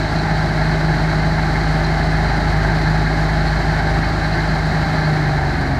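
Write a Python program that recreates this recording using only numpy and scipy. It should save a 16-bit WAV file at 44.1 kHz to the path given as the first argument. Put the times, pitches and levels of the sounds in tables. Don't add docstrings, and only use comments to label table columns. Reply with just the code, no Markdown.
import sys
import numpy as np
from scipy import signal
from scipy.fft import rfft, irfft, next_fast_len
from scipy.io import wavfile

SR = 44100
rng = np.random.default_rng(int(sys.argv[2]) if len(sys.argv) > 2 else 0)


def inscribe(sig):
    pcm = np.round(np.clip(np.atleast_2d(sig).T, -1, 1) * 32767)
    wavfile.write(sys.argv[1], SR, pcm.astype(np.int16))


N = 255427

# time in seconds, base level in dB.
NOTE_LEVELS = [(0, -25.5), (1.1, -23), (2.46, -20), (4.55, -23), (5.0, -29), (5.45, -26), (5.79, -30)]
DRONE_LEVELS = [(0, -23.5), (1.1, -20), (2.1, -22.5), (3.4, -20.5), (4.0, -24), (5.0, -20.5), (5.79, -23)]
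# pitch in Hz, width in Hz, gain in dB.
TAILPIPE = [(150, 4, 2.5), (139.3, 1.4, -13)]
# multiple of the shaft speed, level in dB.
OVERTONES = [(4, -30), (5, -33.5), (7, -44.5), (8, -41.5), (9, -47), (10, -40.5), (11, -40.5), (12, -40.5),
             (13, -39.5), (14, -48.5), (15, -40.5)]
# pitch in Hz, width in Hz, peak level in dB.
MUFFLER = [(300.7, 4.9, -30), (268.5, 10.7, -27)]
# multiple of the shaft speed, level in dB before the housing.
WHINE_TONES = [(23, -44), (24, -42.5), (24.75, -38), (30.2, -37), (31.2, -43), (32.2, -33)]
# frequency in Hz, relative level in dB.
GAS_RUMBLE = [(20, -27), (32, -24), (45, -5.5), (75, 1.5), (115, -8.5), (150, 4.5), (175, 0.5), (225, -6),
              (300, -5), (385, -6.5), (420, -11), (470, -11.5), (525, -31), (620, -16)]
HOUSING_ROAR = [(320, -29.5), (540, -14), (573, -5.5), (628, -1), (740, -1.5), (817, 0.5), (890, -10),
                (995, -8.5), (1260, -8.5), (1550, -5), (1720, -6), (1960, -9), (2130, -10), (2340, -20),
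                (2600, -24.5), (3380, -38), (5720, -120)]
HOSE_HISS = [(1470, -38), (2500, -7.5), (2800, -11.5), (3060, -6.5), (3490, -9.5), (3880, -2), (4160, -2),
             (4660, -4), (5380, -11), (9000, -23), (11700, -54), (19800, -120)]
HIGH_HISS = [(5290, -39), (9000, -3), (9660, 2), (10400, -5.5), (11500, -0.5), (12700, -4.5), (15600, -12)]
KNOCK_NOISE = [(450, -35), (620, 6.5), (2150, -0.5), (2600, -24)]
CONTACT_NOISE = [(2000, -25), (2500, -2), (5700, -2.5), (10000, -15)]
CYLINDER_DB = [0.9, -0.31, 1.5, -1.9]
# pitch in Hz, width in Hz, relative
# level in dB.
BLOCK_RINGS = [(729, 22, -5.5), (882, 49, -3), (1367, 26, -7.5), (1530, 15, 0), (1562, 17, 1.5),
               (1594, 12, 2), (1654, 23, 1), (1748, 51, 0.5), (1793, 26, -2), (1880, 35, -4.5),
               (2098, 28, -1), (2170, 20, -4), (2208, 25, -2.5), (2300, 25, -3)]
TREBLE_PEAKS = [(2477, 35, -1), (2710, 16, -3), (3005, 19, -6), (3027, 20, -6), (3183, 22, -7),
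                (3930, 30, 0), (3983, 29, 3.5), (4000, 42, -5.5), (4133, 58, 2.5), (4236, 52, 0),
                (4324, 33, 0), (4524, 17, 4), (4554, 43, -4), (4680, 56, -6), (5070, 44, -23),
                (5730, 67, -15)]
# start in seconds, relative level in dB.
HARD_SHAKES = [(0.182, -28), (0.648, -34), (1.841, -28), (2.016, -35), (3.474, -31), (3.559, -33),
               (4.243, -30.5), (5.28, -37)]

STEADY_FIRING_HZ = 52.3
THROTTLE_OFF_S, THROTTLE_EASE_S, SLOWING_HZ_PER_S = 5.0, 0.06, 10.3
LIGHT_SHAKES_PER_S = 1.9
TIME = np.arange(N) / SR


def from_db(db):
    return 10 ** (np.asarray(db) / 20)


def unit_level(x):
    return x / np.sqrt(np.mean(x ** 2) + 1e-20)


def drift(rate):
    r = np.exp(-80 * np.pi * rate / SR)
    slow = signal.lfilter([1], [1, -2 * r, r * r], rng.standard_normal(N // 40 + 2002))[2000:]
    return np.interp(np.arange(N) / 40, np.arange(len(slow)), unit_level(slow))


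def coloured_noise(spectrum):
    size = next_fast_len(N)
    hz, db = np.transpose(spectrum)
    bins = np.maximum(np.arange(size // 2 + 1) * SR / size, 1)
    gain = from_db(np.interp(np.log(bins), np.log(hz), db, right=-np.inf))
    return unit_level(irfft(rfft(rng.standard_normal(size)) * gain, size)[:N])


def resonate(x, rings):
    out = 0
    for k, (hz, width, db) in enumerate(rings):
        r = np.exp(-np.pi * width / SR)
        poles = [1, -2 * r * np.cos(2 * np.pi * hz / SR), r * r]
        out = out + (-1) ** k * from_db(db) * (1 - r * r) * signal.lfilter([1, 0, -1], poles, x)
    return unit_level(out)


def nearness(hz, centre, width):
    return np.exp(-((hz - centre) / width) ** 2 / 2)


def tone(turns, multiple, rough, flutter_rate):
    waver = 1 + rough * (drift(flutter_rate) + 1j * drift(flutter_rate))
    return unit_level(np.real(waver * np.exp(2j * np.pi * (multiple * turns + rng.random()))))


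def exhaust(turns, firing_hz):
    note_db = np.interp(TIME, *np.transpose(NOTE_LEVELS))
    drone_db = np.interp(TIME, *np.transpose(DRONE_LEVELS))
    pipe_db = sum(db * nearness(3 * firing_hz, hz, width) for hz, width, db in TAILPIPE)
    lope_db = -32.5 - 0.4 * (note_db - note_db.mean()) + 2.0 * drift(1.3)
    note = from_db(note_db) * tone(turns, 2, rough=0.027, flutter_rate=9.9)
    drone = from_db(drone_db + pipe_db) * tone(turns, 6, rough=0.012, flutter_rate=2.9)
    lope = from_db(lope_db) * tone(turns, 3, rough=0.13, flutter_rate=8)
    overtones = sum(from_db(db) * tone(turns, k, rough=0.22, flutter_rate=1.75) for k, db in OVERTONES)
    boom = muffler_boom(turns, firing_hz)
    rumble = from_db(-24.5) * coloured_noise(GAS_RUMBLE)
    return note + drone + lope + overtones + boom + rumble


def firings(turns, decay, uneven_db):
    stroke = (2 * turns).astype(int)
    strength_db = np.take(CYLINDER_DB, stroke, mode="wrap") + uneven_db * rng.standard_normal(N)[stroke]
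    return unit_level(from_db(strength_db) * np.exp(-(2 * turns % 1) / decay))


def block_knocks(turns, change_db):
    knocks = firings(turns, decay=0.84, uneven_db=2.5) * coloured_noise(KNOCK_NOISE)
    return from_db(-29 + change_db) * resonate(knocks, BLOCK_RINGS)


def fan_air(turns, roar_change_db, hiss_change_db):
    gusts = drift(24)
    roar = from_db(-24.5 + roar_change_db + 0.58 * gusts) * coloured_noise(HOUSING_ROAR)
    throb_db = 0.34 * np.cos(2 * np.pi * turns) + 0.56 * gusts
    hiss = from_db(-36.5 + hiss_change_db + throb_db) * coloured_noise(HOSE_HISS)
    high_hiss = from_db(-59 + roar_change_db + throb_db) * coloured_noise(HIGH_HISS)
    return roar + hiss + high_hiss


def fan_whine(turns, firing_hz):
    whine = 0
    for multiple, db in WHINE_TONES:
        housing_db = np.interp(multiple * firing_hz / 2, *np.transpose(HOUSING_ROAR))
        whine += from_db(db + housing_db) * tone(turns, multiple, rough=0.37, flutter_rate=3.1)
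    return whine * (firing_hz / STEADY_FIRING_HZ) ** 2.5


def ticks_and_chatter(turns, tick_change_db):
    ticks = from_db(-40 + tick_change_db) * firings(turns, decay=1.8, uneven_db=1.5)
    shakes = from_db(5) * chatter(rise_s=0.0028, decay_s=0.0095)
    contacts = np.hypot(ticks, shakes) * coloured_noise(CONTACT_NOISE)
    return np.std(contacts) * resonate(contacts, TREBLE_PEAKS)


def chatter(rise_s, decay_s):
    light = np.flatnonzero(rng.random(N) < LIGHT_SHAKES_PER_S / SR)
    light_db = -34 + 2 * rng.standard_normal(N)[light]
    strength = 0
    for start, db in [*HARD_SHAKES, *zip(TIME[light], light_db)]:
        age = np.maximum(TIME - start, 0)
        strength += from_db(db) * (1 - np.exp(-age / rise_s)) * np.exp(-age / decay_s)
    return strength


def engine_speed():
    past_closing = (TIME - THROTTLE_OFF_S) / THROTTLE_EASE_S
    return STEADY_FIRING_HZ - SLOWING_HZ_PER_S * THROTTLE_EASE_S * np.logaddexp(0, past_closing)


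def muffler_boom(turns, firing_hz):
    swell = sum(from_db(db) * nearness(6 * firing_hz, hz, width) for hz, width, db in MUFFLER)
    return swell * tone(turns, 12, rough=0.06, flutter_rate=11)


def scene():
    firing_hz = engine_speed()
    turns = np.cumsum(firing_hz / 2) / SR
    speed_db = 20 * np.log10(firing_hz / STEADY_FIRING_HZ)
    settling_db = -2.5 * np.exp(-TIME / 0.23)
    roar_change_db = 1.34 * speed_db + settling_db
    hiss_change_db = 2.55 * speed_db
    hum = exhaust(turns, firing_hz)
    clatter = block_knocks(turns, roar_change_db) + ticks_and_chatter(turns, hiss_change_db)
    fan = fan_air(turns, roar_change_db, hiss_change_db) + fan_whine(turns, firing_hz)
    return (hum + clatter + fan)[None]


def record(dry):
    return signal.sosfilt(signal.ellip(12, .1, 80, 15760, fs=SR, output="sos"), dry)


dry = scene()
out = record(dry)
inscribe(out)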